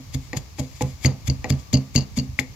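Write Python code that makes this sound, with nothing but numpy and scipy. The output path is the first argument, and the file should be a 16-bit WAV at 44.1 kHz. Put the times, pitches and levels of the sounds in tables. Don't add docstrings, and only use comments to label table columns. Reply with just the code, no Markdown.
import sys
import numpy as np
from scipy import signal
from scipy.fft import rfft, irfft, next_fast_len
from scipy.io import wavfile
from scipy.ndimage import uniform_filter1d

SR = 44100
rng = np.random.default_rng(int(sys.argv[2]) if len(sys.argv) > 2 else 0)


def unload_audio(sound):
    columns = np.transpose(np.atleast_2d(sound))
    steps = np.round(np.clip(columns, -1, 1) * 32767)
    wavfile.write(sys.argv[1], SR, steps.astype(np.int16))


def convert_level_to_amplitude(level_db):
    exponent = np.asarray(level_db, float) / 20
    return 10 ** exponent


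N = 112454
FFT = next_fast_len(N)
OPPOSITE = np.array([[1], [-1]])

# t/s, level/dB, upper
# table modes/dB, contact/ms, ring share/1
THUDS = [(0.001, -34, -8.5, 3.04, 0.5), (0.147, -14.5, -15.5, 3.64, 0.67),
         (0.359, -27.5, -14.5, 2.75, 0.64), (0.369, -19.5, -20.5, 0.63, 0.21), (0.595, -19, -8, 2.6, 0.8),
         (0.811, -23.5, -2.5, 3.7, 0.61), (0.827, -12, -24, 5.1, 1), (1.047, -4, -17.5, 6.35, 0.69),
         (1.057, -13, -14.5, 2.85, 0.94), (1.281, -5, -17, 5.7, 0.2), (1.298, -11.5, -20.5, 2.1, 0.71),
         (1.503, -9.5, -12.5, 3.1, 0.64), (1.524, -11.5, -13.5, 3.9, 0.57), (1.732, -18.5, -4.5, 3.54, 1),
         (1.741, -9, -9.5, 2.97, 0.83), (1.769, -26.5, -7, 3.2, 0.65), (1.955, -9, -12, 3.17, 0.66),
         (1.975, -12, -5.5, 5.9, 0.62), (2.172, -23.5, -5.5, 4.1, 0.73), (2.177, -13.5, -9, 4.66, 1),
         (2.392, -24.5, -4, 2.8, 0.75)]
# t/s, level/dB
BUMPS = [
    (0.079, -24.5),
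    (0.238, -23),
    (0.52, -30),
    (0.738, -23.5),
    (0.932, -19.5),
    (1.386, -13.5),
    (1.587, -24),
    (2.287, -15),
    (2.327, -16.5),
    (2.497, -26),
]
# t/s, level/dB
POT_SWAYS = [
    (0.811, -32.5),
    (1.05, -27),
    (1.286, -30),
    (1.505, -29),
    (1.736, -21.5),
    (1.957, -23.5),
    (2.176, -25),
]
# t of the peak/s, level/dB, swell/ms, fade/ms
SQUASHES = [(.147, -31.5, 8.2, 5.2), (0.237, -53, 25, 66), (0.372, -28, 4.6, 6.7), (0.597, -30, 7.9, 6),
            (0.633, -51, 15, 41), (.768, -50, 27, 27), (0.824, -25, 5.7, 1.2), (.90, -49.5, 69, 55),
            (1.049, -29, 11.9, 9.9), (1.28, -28.5, 8.4, 4.2), (1.505, -21.5, 5.1, 1.5),
            (1.596, -49, 8.5, 20), (1.7295, -29, 0.61, 2.4), (1.733, -27.5, 1.1, 1.9),
            (1.954, -26, 4.1, 0.98), (2.175, -29.5, 6.1, 7.8), (2.244, -53.5, 9.2, 9.1),
            (2.395, -24.5, 3.4, 6.3)]
# t/s, level/dB, bowl ring/dB, upper bowl modes/dB, rustle/dB
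RIM_KNOCKS = [
    (0.3311, -20.5, -10.5, 2, -6.5),
    (0.5848, -35, 4, -10.5, 5),
    (0.8087, -27.5, 9.5, -12, -0.5),
    (1.4433, -20.5, -6.5, 4.5, -6.5),
]
# t/s, level/dB, bowl ring/dB, rustle/dB
WALL_SLAPS = [
    (1.048, -14.5, -17, -5),
    (2.3898, -7, -26.5, -25),
]
# t/s, level/dB, top modes/dB, long ring/dB
RATTLES = [(1.0525, -20, -22, -14), (1.0577, -10, -8, -17), (1.061, -24, 4.5, -12),
           (1.0663, -20.5, -6, -10), (1.299, -15.5, -10, -13), (1.311, -32.5, -11, -2),
           (1.512, -25.5, -15, -5), (1.523, -24, -11, -11), (1.7346, -25, -6, -11),
           (1.7388, -12.5, -7, -12), (1.7431, -13.5, -7, -1), (1.748, -25, -5, 0), (1.753, -16.5, -23, -13),
           (1.764, -32, -15, -11), (1.7705, -23, -8, -8), (1.7726, -22, -13, -5), (1.9595, -6.5, -7, -1),
           (1.962, -20, 4, -3), (1.963, -21.5, -8, -1), (1.978, -15, -6.5, -4), (1.981, -27, 0, -6),
           (1.985, -22, -1.5, -3), (1.991, -26.5, -11, 2), (2.008, -27, -10, 4), (2.023, -34, -7, 5),
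           (2.175, -29, 5, -15), (2.187, -19, -9, 0.5), (2.197, -20, -9, -5)]

# f/Hz, level/dB, time to fall 60 dB/s
TABLE_LOW = [(51.4, -14.5, 0.2), (83.5, -4.5, 0.16), (131, -25, 0.33), (134.95, -1, 0.26), (193, -9, 0.11)]
TABLE_HIGH = [(240.3, -10, 0.2), (260.35, -0.5, 0.29), (288.6, -13, 0.22), (441, -15, 0.12),
              (492.4, -12.5, 0.19), (602, -5.5, 0.096), (807, -8, 0.042)]
POT = [(179.5, -8, 0.2), (200.3, -2, 0.29), (232.7, -4, 0.28)]
RIM = [(1940, -4.5, 0.021), (2320, -3.5, 0.012), (2116, -20.5, 0.077), (3300, -27, .015),
       (4320, -18.5, 0.015), (4940, -23.5, 0.02), (6770, -16, 0.012)]
WALL = [(2110, 2.5, 0.012), (1966, -13, 0.024), (2200, -7.5, 0.013), (2500, -23, 0.018),
        (2130, -38.5, 0.41), (2100, -37, 0.14), (3620, -16, 0.011)]
BOWL = [(249, 1, 0.22), (453, 0, .08), (504.6, 2.5, .2), (838.5, 1.5, 0.14), (1020, -10.5, 0.18)]
BOWL_TOP = [(644, -6.5, 0.18), (748, -2, 0.21), (1175, -7.5, 0.056)]
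METAL = [(2120, -27, 0.031), (2762, -23.5, 0.024), (3024, -22.5, 0.021), (4350, -30, 0.019),
         (4619, -10, 0.017), (4820, -22, 0.021), (5930, -27.5, 0.025)]
METAL_LONG = [(2817, -22, 0.081), (4300, -28, 0.081), (4520, -17.5, 0.065), (4600, -31, 0.031),
              (5050, -33, 0.077)]
METAL_TOP = [(6490, -10, 0.017), (6650, -8, 0.033), (7470, -11, 0.018), (8100, -14, 0.017),
             (9500, -18, .015), (11100, -22, 0.023), (10500, -20, 0.025), (11450, -18, 0.038),
             (12800, -22, 0.026), (14200, -30, 0.022), (15000, -19, 0.023)]

# f/Hz, level/dB
JUICE = [(1400, -5), (2200, -3.5), (2900, -6), (4000, -8.5), (5500, -10.5), (7000, -2), (12500, -3.5),
         (15500, -19)]
# f/Hz, width/Hz, boost/dB
HOLLOW = [(2214, 320, 8.5), (3416, 460, 11.5), (4800, 590, 7.5), (7160, 480, 4.5)]
# f/Hz, level per Hz/dB
WOOD = [(150, 10.5), (300, 5.5), (600, 0.5), (1200, -10), (1600, -12.5), (2200, -13.5), (5000, -26),
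        (9000, -47)]
# f/Hz, level/dB
YARD = [(25, -26), (50, 10), (120, -1.5), (260, -17.5), (500, -24.5), (1200, -24.5), (5000, -33),
        (15500, -32.5)]
# f/Hz, gain/dB
MIC = [(1190, 1.5), (1400, -5), (2200, 3.5), (3300, 1.5), (4800, 8.5), (6900, 5.5), (8900, -13),
       (11800, -4.5)]
# f/Hz, left minus right/dB
PORTS = [(60, -1), (700, -2), (1290, -0.5), (2380, 5), (4400, 1.5), (8120, 16), (12000, 21.5), (15000, -4)]


def pounding():
    s, db, upper_db, ms, share = np.array(THUDS).T
    bump_s, bump_db = np.array(BUMPS).T
    sway_s, sway_db = np.array(POT_SWAYS).T
    table = strike(TABLE_LOW, s, db - 0.5, ms, share)
    table = table + strike(TABLE_HIGH, s, db + upper_db + 4.5, ms / 2, share)
    pot = strike(POT, sway_s, sway_db, 1.6)
    bumps = strike(TABLE_LOW, bump_s, bump_db + 1.3, 9.54, 0.59)
    return table + pot + shiver(s, db + upper_db - 15.0) + bumps


def garlic():
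    ms = np.arange(N) / SR * 1000
    hz = np.fft.rfftfreq(FFT, 1 / SR)
    swell = np.zeros(N)
    for s, db, up_ms, down_ms in SQUASHES:
        from_peak = ms - s * 1000
        swell += convert_level_to_amplitude(db) * np.exp(-np.abs(from_peak) / np.where(from_peak < 0, up_ms, down_ms))
    grain_db = 1.8 * uniform_filter1d(rng.standard_normal(N), 40) * 6.3
    noise = rng.standard_normal((2, N)) * convert_level_to_amplitude(grain_db)
    hollow_db = sum(db / (1 + (2 * (hz - f) / width) ** 2) for f, width, db in HOLLOW)
    mid, side = colour(noise, curve(JUICE) * convert_level_to_amplitude(hollow_db))
    return swell * (mid + 0.54 * side * OPPOSITE) * 1.473


def rim():
    s, db, bowl_db, top_db, rustle_db = np.array(RIM_KNOCKS).T
    slap_s, slap_db, ring_db, slap_rustle_db = np.array(WALL_SLAPS).T
    both_s = np.r_[s, slap_s]
    crack_ms = 2.4
    crack = fades(s, db - 18.5, crack_ms * 0.0083) * rng.standard_normal(N)
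    ticks = strike(RIM, s, db + 6, 0.081, rise_ms=0.38) + crack
    ticks = ticks + strike(WALL, slap_s, slap_db + 2.5, 0.22, rise_ms=0.33)
    body = strike(BOWL_TOP, s, db + bowl_db + top_db - 8, 0.12)
    body = body + shiver(both_s, np.r_[db + rustle_db, slap_db + slap_rustle_db] - 4.0)
    body = body + strike(BOWL, both_s, np.r_[db + bowl_db, slap_db + ring_db] - 9.5, 0.13, odd=-0.97)
    return body + ticks * favour_left(7)


def clank():
    s, db, top_db, long_db = np.array(RATTLES).T
    short = strike(METAL, s, db + 6.5, 0.03, rise_ms=0.62)
    long = strike(METAL_LONG, s, db + long_db + 3.5, 0.03, rise_ms=0.62)
    bright = strike(METAL_TOP, s, db + top_db + 1, 0.03, rise_ms=0.62)
    return short + long + bright


def utensil():
    apart = 0.59
    left = clank()
    return np.array([left, (1 - apart) * left + apart * clank()])


def shiver(times, dbs):
    x = colour(rng.standard_normal((2, N)), curve(WOOD))
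    mid, side = x
    return fades(times, dbs, 0.28) * (mid + 0.43 * side * OPPOSITE) / x.std()


def walls(near):
    tail_db, t60_s = -15, 0.2
    t = np.arange(SR // 2) / SR
    tail = rng.standard_normal((2, len(t))) * convert_level_to_amplitude(-60 * t / t60_s) * (t > 0.003)
    energy = (tail ** 2).sum(1, keepdims=True)
    tail = signal.lfilter([1, -1], [1, -0.96], tail) * convert_level_to_amplitude(tail_db) / np.sqrt(energy)
    return signal.fftconvolve(near, tail, axes=1)[:, :N]


def yard():
    level_db, alike_hz, gust_db, flicker_db = -39, 1000, 3, 0.36
    hz = np.fft.rfftfreq(FFT, 1 / SR)
    mid, side = rng.standard_normal((2, N))
    unlike = np.clip(0.039 + 45 / (hz + 1) + hz / alike_hz, 0, 1)
    x = colour(mid, curve(YARD)) + colour(side, curve(YARD) * unlike) * OPPOSITE
    gust = uniform_filter1d(uniform_filter1d(rng.standard_normal(N), 2500), 2500)
    gust = gust / gust.std()
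    rumble = colour(x, 1 / (1 + (hz / 300) ** 2))
    x = x + rumble * (convert_level_to_amplitude(gust_db * gust) - 1)
    x = x * convert_level_to_amplitude(flicker_db * np.roll(gust, N // 2))
    return x * convert_level_to_amplitude(level_db) / x.std()


def whine():
    tone_hz, level_db, peak_s, span_s = 1174, -61, 1.6, 0.28
    band = signal.butter(2, [tone_hz - 25, tone_hz + 25], "band", fs=SR, output="sos")
    x = signal.sosfilt(band, rng.standard_normal((2, N)))
    swell = 0.074 + np.exp(-((np.arange(N) / SR - peak_s) / span_s) ** 2)
    return x / x.std() * convert_level_to_amplitude(level_db) * swell


def strike(modes, times, dbs, contact_ms, ring_share=1, odd=1, rise_ms=0):
    scatter_db, detune = 1.5, 0.004
    out = np.zeros(N)
    chance = rng.standard_normal((len(times), 2, len(modes), 1))
    f, db, t60 = np.array(modes, float).T[:, :, None]
    t = np.arange(int(1.5 * t60.max() * SR)) / SR
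    rise = 1 - np.exp(-t * 1000 / max(rise_ms, 1e-3))
    blows = zip(*np.broadcast_arrays(times, dbs, contact_ms, ring_share), chance)
    for s, level_db, ms, share, (weight, tuning) in blows:
        decay = convert_level_to_amplitude(db + scatter_db * weight - 60 * t / t60 / max(share, 0.1))
        ring = decay * np.sin(2 * np.pi * f * (1 + detune * tuning) * t) * rise
        ring = ring[::2].sum(0) + odd * ring[1::2].sum(0)
        n = max(ms * SR / 1000, 2.0)
        push = np.sin(np.pi * np.arange(int(n) + 1) / n)
        hit = signal.fftconvolve(ring, push / push.sum()) * convert_level_to_amplitude(level_db)
        i = int(s * SR)
        out[i:i + len(hit)] += hit[:N - i]
    return out


def fades(times, dbs, t60):
    kicks = np.bincount((np.array(times) * SR).astype(int), convert_level_to_amplitude(dbs), N)
    return signal.lfilter([1], [1, -convert_level_to_amplitude(-60 / t60 / SR)], kicks)


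def favour_left(db):
    return convert_level_to_amplitude(db * np.array([[0], [-1]]))


def curve(table):
    f, db = np.array(table, float).T
    hz = np.fft.rfftfreq(FFT, 1 / SR)
    return convert_level_to_amplitude(np.interp(np.log(hz + 1), np.log(f), db))


def colour(x, gain):
    return irfft(rfft(x, FFT) * gain, FFT)[..., :N]


def scene():
    no_rumble = signal.butter(2, 45, "high", fs=SR, output="sos")
    near = signal.sosfilt(no_rumble, pounding()) + rim()
    near = near + (utensil() + garlic()) * favour_left(5.5)
    return near + walls(near) + yard() + whine()


def band_limit(x):
    return signal.sosfilt(signal.butter(12, 16480, fs=SR, output="sos"), x)


def record(dry):
    bass_lag_ms, treble_lag_ms, lag_turn_hz = 0.073, 0.052, 1300
    bass_cut_hz, top_hz, headroom = 66.5, 15900, 0.9
    hz = np.fft.rfftfreq(FFT, 1 / SR)
    half = np.sqrt(curve(PORTS))
    bass_to_treble = 1 / (1 + (lag_turn_hz / (hz + 1)) ** 6)
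    lag_ms = bass_lag_ms + (treble_lag_ms - bass_lag_ms) * bass_to_treble
    lag = np.exp(-2j * np.pi * hz * lag_ms / 1000)
    ports = np.array([half * lag, 1 / half]) * 2 / (half + 1 / half)
    top_cut = 1 / (1 + (hz / top_hz) ** 60)
    x = colour(dry, curve(MIC) * ports * top_cut)
    x = signal.sosfilt(signal.butter(3, bass_cut_hz, "high", fs=SR, output="sos"), x)
    mix = colour(np.clip(x, -headroom, headroom), top_cut)
    return band_limit(mix)


dry = scene()
out = record(dry)
unload_audio(out)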